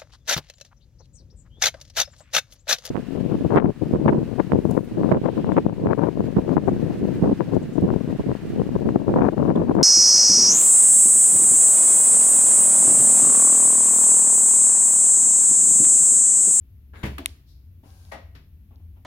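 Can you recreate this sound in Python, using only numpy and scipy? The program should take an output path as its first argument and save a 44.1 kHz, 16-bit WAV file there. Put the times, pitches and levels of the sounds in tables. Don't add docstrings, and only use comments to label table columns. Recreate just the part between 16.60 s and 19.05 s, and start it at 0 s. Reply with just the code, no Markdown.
import sys
import numpy as np
from scipy import signal
from scipy.io import wavfile

SR = 44100
rng = np.random.default_rng(int(sys.argv[2]) if len(sys.argv) > 2 else 0)


def transcribe(signal):
    frames = np.atleast_2d(signal).T
    limited = np.clip(frames, -1, 1)
    pcm = np.round(limited * 32767).astype(np.int16)
    wavfile.write(sys.argv[1], SR, pcm)


N = 108045
T = np.arange(N) / SR

# frequency_hz, relative_density_db
PAWL_COLOUR = [(500, -10.5), (900, 1.5), (1500, 2.5), (2100, 1), (3600, -5.5), (4800, -19), (8000, -28),
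               (15000, -26)]
LATCH_COLOUR = [(35, -8.5), (100, -3), (240, 0.5), (300, -5.5), (600, -9), (1150, -13), (1400, -12),
                (2200, -10.5), (3400, -21.5), (8000, -34), (15000, -36.5)]
TREBLE_HISS_COLOUR = [(4000, -2.5), (8000, -8.5), (10500, 0.5), (15000, -3)]
CATCH_COLOUR = [(200, -31.5), (320, -8.5), (437, -24.5), (606, -16), (900, -19), (1470, -25.5),
                (3500, -26.5), (6300, -43.5), (15000, -40.5)]
STOP_COLOUR = [(400, -11.5), (640, 0), (800, -2), (1430, -8), (1950, -3), (2440, -11.5), (5280, -20),
               (7800, -32), (10000, -24.5), (15000, -37)]
REBOUND_COLOUR = [(240, -6.5), (400, 1), (550, -7), (1370, -4), (1910, -2), (4590, -8.5), (7720, -27),
                  (14000, -20)]
THUMP_COLOUR = [(120, -4.5), (250, 2), (450, -7), (800, -6), (1500, -21.5), (2200, -22), (3500, -23)]
# start_s, level_db, attack_s, t60_at_1khz_s
PAWL_HITS = [(.333, -58, 0.0046, 0.074), (.354, -50.5, .003, 0.18), (0.43, -38, 0.0029, 0.025),
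             (0.4391, -30.5, 0.0007, 0.06), (0.581, -32, 0.0014, 0.06)]
LATCH_HITS = [(.431, -28.5, 0.0055, 0.15), (.451, -30, 0.0042, 0.24)]
TREBLE_HISS_HITS = [(0.449, -52, 0.0026, 0.67), (0.582, -39.5, .001, .025), (0.584, -57, .003, 0.36)]
CATCH_HITS = [(.582, -37.5, .003, .22)]
STOP_HITS = [(1.514, -44, 0.0037, 0.15), (1.519, -36, 0.0011, 0.32)]
REBOUND_HITS = [(1.749, -50, 0.004, 0.27)]
LID_THUMPS = [(1.231, -53.5, 0.0071, 0.47), (1.524, -45.5, 0.0164, 0.25)]
STEP_HITS = [(2.105, -57.5, 0.0046, 0.37), (2.195, -63.5, 0.0049, 0.17), (2.354, -59, 0.01955, 0.21)]
# pitch_hz, level_db, t60_s
BODY_MODES = [(68.5, -24.5, .42), (126, -25, .25), (206, -25.5, .24), (332, -33.5, 0.3), (447, -43, .2),
              (562, -42, 0.17), (2210, -38, 0.083)]
LID_MODES = [(238.5, -29, 0.11), (633, -46.5, 0.14)]
ARM_MODES = [(542.6, -47.5, 0.36), (642.2, -41, 0.25), (757, -45, 0.21), (1174, -56, 0.41),
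             (1243, -50.5, 0.31), (1900, -53.5, 0.33)]
SHEET_MODES = [(142.6, -49.5, 0.79), (268.7, -56, 0.27)]

# start_s, force_db
CLICK_TAPS = [(0.5847, -22.5), (0.6594, 0)]
SPRING_TAPS = [(.693, -18.5), (1.305, -26), (1.452, -24.5), (2.159, -32)]
# pitch_hz, width_hz, left_db, right_db
CLICK_RINGS = [(1105, 590, 5, 5.5), (2078, 411, 17, 15.5), (2650, 743, 9, 6.5), (3675, 848, 15, 8.5),
               (6590, 3300, -11.5, -0.5), (8800, 1469, 13, -9.5), (9930, 2100, 6.5, -1),
               (11600, 2900, 2, 3), (15200, 1000, -7, -14)]
# frequency_hz, relative_density_db
SCATTER_COLOUR = [(800, -13.5), (2200, -2), (3800, -0.5), (6500, -5.5), (8000, -11.5), (10000, -4.5),
                  (15000, -15.5)]
# start_s, level_db, attack_s, t60_at_1khz_s
SCATTER_HITS = [(.661, -50.5, .002, 0.6)]

# frequency_hz, relative_density_db
MOTOR_COLOUR = [(190, 0.5), (400, -5), (600, -8), (1090, -10), (1620, -6.5), (2870, -18.5), (4300, -25),
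                (5440, -31), (8200, -33.5), (10000, -24), (15000, -30.5)]
SWISH_COLOUR = [(3200, -10), (4300, 8), (6000, -6), (8000, -13), (14000, -5.5)]
HINGE_COLOUR = [(240, -26), (400, -3), (804, 2), (1370, -4), (1570, -14), (1910, -8), (5190, -4.5),
                (6510, -9), (7930, -16), (9960, -4.5), (15000, -16)]
# attack_s, release_t60_s, level_db
MOTOR_RUN = (0.0065, .25, -48.5)
SWISH_RUN = (0.034, 0.42, -65.5)
HINGE_RUN = (0.048, 0.15, -62.5)
# start_s, end_s
MOTOR_SPAN, SWISH_SPAN, HINGE_SPAN = (.331, .425), (.855, .915), (1.224, 1.505)
# pitch_hz, width_hz, attack_s, level_db
MOTOR_WHINES = [(1645, 140, .006, -62), (3760, 280, .07, -63.5), (6900, 200, 0.039, -71.5)]
# pitch_hz, width_hz, level_db
HINGE_RINGS = [(6620, 420, -76), (1580, 130, -75.5), (776, 75, -72.5)]

# frequency_hz, relative_density_db
ROOM_COLOUR = [(60, -5), (300, -6), (1000, -10), (3000, 3.5), (6000, 5.5), (9000, -1), (15000, -11)]
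AIR_COLOUR = [(25, -13.5), (50, -4), (95, -12.5), (120, -13.5), (200, -18.5), (310, -28), (500, -42.5),
              (1100, -48), (2600, -45.5), (5500, -55), (6800, -54.5), (7400, -67), (8400, -71),
              (12000, -42.5), (16000, -48)]
# pitch_hz, width_hz, level_db
STANDING_WAVES = [(67.3, 14, -50.5), (84.5, 15, -49)]
# frequency_hz, correlation
STEREO_LIKENESS = [(60, 1), (300, 0.87), (700, 0.33), (1400, -0.06), (4000, -.1), (12000, -0.098)]


def latch():
    release = blows(PAWL_COLOUR, PAWL_HITS) + blows(LATCH_COLOUR, LATCH_HITS)
    treble_hiss = blows(TREBLE_HISS_COLOUR, TREBLE_HISS_HITS)
    return release + treble_hiss + blows(CATCH_COLOUR, CATCH_HITS)


def panels():
    body = modes(BODY_MODES, start_s=.4345)
    freed_lid = modes(LID_MODES, start_s=.5915, sharp_share=.43)
    return body + freed_lid + modes(SHEET_MODES, start_s=1.757)


def clicks():
    chatter = [(start_s + .0007, db - 14.5) for start_s, db in CLICK_TAPS]
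    force = taps(CLICK_TAPS) + taps(chatter)
    snaps = sum((-1) ** k * from_db([[left_db], [right_db]]) * resonate_twice(force, hz, width_hz)
                for k, (hz, width_hz, left_db, right_db) in enumerate(CLICK_RINGS))
    spring_ticks = resonate_twice(taps(SPRING_TAPS), hz=4110, width_hz=2200)
    return snaps + spring_ticks + blows(SCATTER_COLOUR, SCATTER_HITS)


def release_motor(tooth_hz=176, roughness=.4, sag_db_per_s=50.5, spin_up_s=.032):
    def spin_up(t, hz):
        return np.clip((t - MOTOR_SPAN[0]) / (spin_up_s * hz / 6000), 0, 1)

    gears = gate(MOTOR_SPAN, *MOTOR_RUN) * banded_noise(MOTOR_COLOUR, spin_up)
    teeth = 1 + roughness * np.sin(2 * np.pi * tooth_hz * T)
    sag = from_db(-sag_db_per_s * (T - MOTOR_SPAN[0]))
    whines = sum(narrow_noise(hz, width_hz) * gate(MOTOR_SPAN, attack_s, t60_s=.1, db=db)
                 for hz, width_hz, attack_s, db in MOTOR_WHINES)
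    return gears * teeth * sag + whines


def lid_swing():
    swish = gate(SWISH_SPAN, *SWISH_RUN) * banded_noise(SWISH_COLOUR)
    thumps = blows(THUMP_COLOUR, LID_THUMPS)
    friction = gate(HINGE_SPAN, *HINGE_RUN) * banded_noise(HINGE_COLOUR)
    rings = sum(narrow_noise(hz, width_hz) * gate(HINGE_SPAN, *HINGE_RUN[:2], db)
                for hz, width_hz, db in HINGE_RINGS)
    stop = blows(STOP_COLOUR, STOP_HITS) + modes(ARM_MODES, start_s=1.521)
    return swish + thumps + friction + rings + stop + blows(REBOUND_COLOUR, REBOUND_HITS)


def footsteps():
    return blows(THUMP_COLOUR, STEP_HITS)


def garage(sound):
    tail = dense_ring(ROOM_COLOUR, attack_s=.0083, t60_at_1khz_s=.59)
    tail /= np.sqrt(np.sum(tail ** 2) / 2)
    return signal.fftconvolve(sound.mean(axis=0, keepdims=True), tail, axes=1)[:, :N]


def ventilation(air_db=-53):
    rumble = 0
    for hz, width_hz, db in STANDING_WAVES:
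        wave = resonate_twice(rng.standard_normal(N + SR), hz, width_hz)[SR:]
        rumble += from_db(db) * rms_one(wave)
    return from_db(air_db) * banded_noise(AIR_COLOUR) + rumble


def blows(colour, hits):
    return sum(from_db(db) * placed(dense_ring(colour, attack_s, t60_s), start_s)
               for start_s, db, attack_s, t60_s in hits)


def dense_ring(colour, attack_s, t60_at_1khz_s, knee_hz=606, slope=.21):
    def envelope(t, hz):
        t60_s = t60_at_1khz_s * (1000 / max(hz, knee_hz)) ** slope
        return np.minimum(t / attack_s, 1) * decay(t - attack_s, t60_s)

    return banded_noise(colour, envelope, size=SR)


def modes(table, start_s, sharp_share=0, settle_s=.011):
    t = np.maximum(T - start_s, 0)
    bent_time = t + sharp_share * settle_s * (1 - np.exp(-t / settle_s))
    return -sum((-1) ** k * from_db(db) * np.sin(2 * np.pi * hz * bent_time) * decay(t, t60_s)
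                for k, (hz, db, t60_s) in enumerate(table))


def taps(rows, lead_s=.00032):
    force = np.zeros((2, N))
    for start_s, db in rows:
        force[0, int(start_s * SR)] = force[1, int((start_s - lead_s) * SR)] = from_db(db)
    return force


def banded_noise(colour, envelope=lambda t, hz: 1, size=N):
    edges_hz = 22 * 2 ** (np.arange(30) / 3)
    t = np.arange(size) / SR
    white = rng.standard_normal((2, 2, size + SR // 4))
    noise, power = 0, 0
    for k, (low, high) in enumerate(zip(edges_hz, edges_hz[1:])):
        if high < colour[0][0] or low > colour[-1][0]:
            continue
        hz = np.sqrt(low * high)
        band = signal.butter(2, [low, high], "band", fs=SR, output="sos")
        mid, side = rms_one(signal.sosfilt(band, white[k % 2])[:, -size:])
        likeness = at_hz(STEREO_LIKENESS, hz)
        stereo = np.sqrt(1 + likeness) * mid + np.sqrt(1 - likeness) * side * [[1], [-1]]
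        gain = from_db(at_hz(colour, hz)) * np.sqrt(high - low)
        noise += gain * envelope(t, hz) * stereo
        power += 2 * gain ** 2
    return noise / np.sqrt(power)


def narrow_noise(hz, width_hz):
    return rms_one(resonate_twice(rng.standard_normal((2, N)), hz, width_hz))


def resonate_twice(x, hz, width_hz):
    radius = np.exp(-np.pi * width_hz / SR)
    feedforward = np.array([1, 0, -1]) * (1 - radius ** 2) / 2
    feedback = [1, -2 * radius * np.cos(2 * np.pi * hz / SR), radius ** 2]
    for _ in range(2):
        x = signal.lfilter(feedforward, feedback, x + 1e-18)
    return x


def gate(span, attack_s, t60_s, db):
    start_s, end_s = span
    return from_db(db) * np.clip((T - start_s) / attack_s, 0, 1) * decay(T - end_s, t60_s)


def decay(t, t60_s):
    return np.exp(-np.log(1000) * np.maximum(t, 0) / t60_s)


def placed(x, start_s):
    return np.pad(x, ((0, 0), (int(start_s * SR), N)))[:, :N]


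def to_left(x, db):
    return x * from_db([[db], [-db]])


def at_hz(table, hz):
    frequencies, values = np.array(table).T
    return np.interp(np.log(hz), np.log(frequencies), values)


def from_db(db):
    return 10 ** (np.asarray(db) / 20)


def rms_one(x):
    return x / np.sqrt(np.mean(x ** 2) + 1e-20)


def scene(reverb_db=-8.5):
    direct = to_left(release_motor() + latch() + lid_swing() + footsteps(), db=2.5) + panels()
    return direct + clicks() + from_db(reverb_db) * garage(direct) + to_left(ventilation(), db=1.1)


def record(dry, fade_in_s=.01, cutoff_hz=16000):
    low_pass = signal.ellip(10, .2, 80, cutoff_hz, fs=SR, output="sos")
    return signal.sosfilt(low_pass, dry * np.minimum(T / fade_in_s, 1))


dry = scene()
out = record(dry)
transcribe(out)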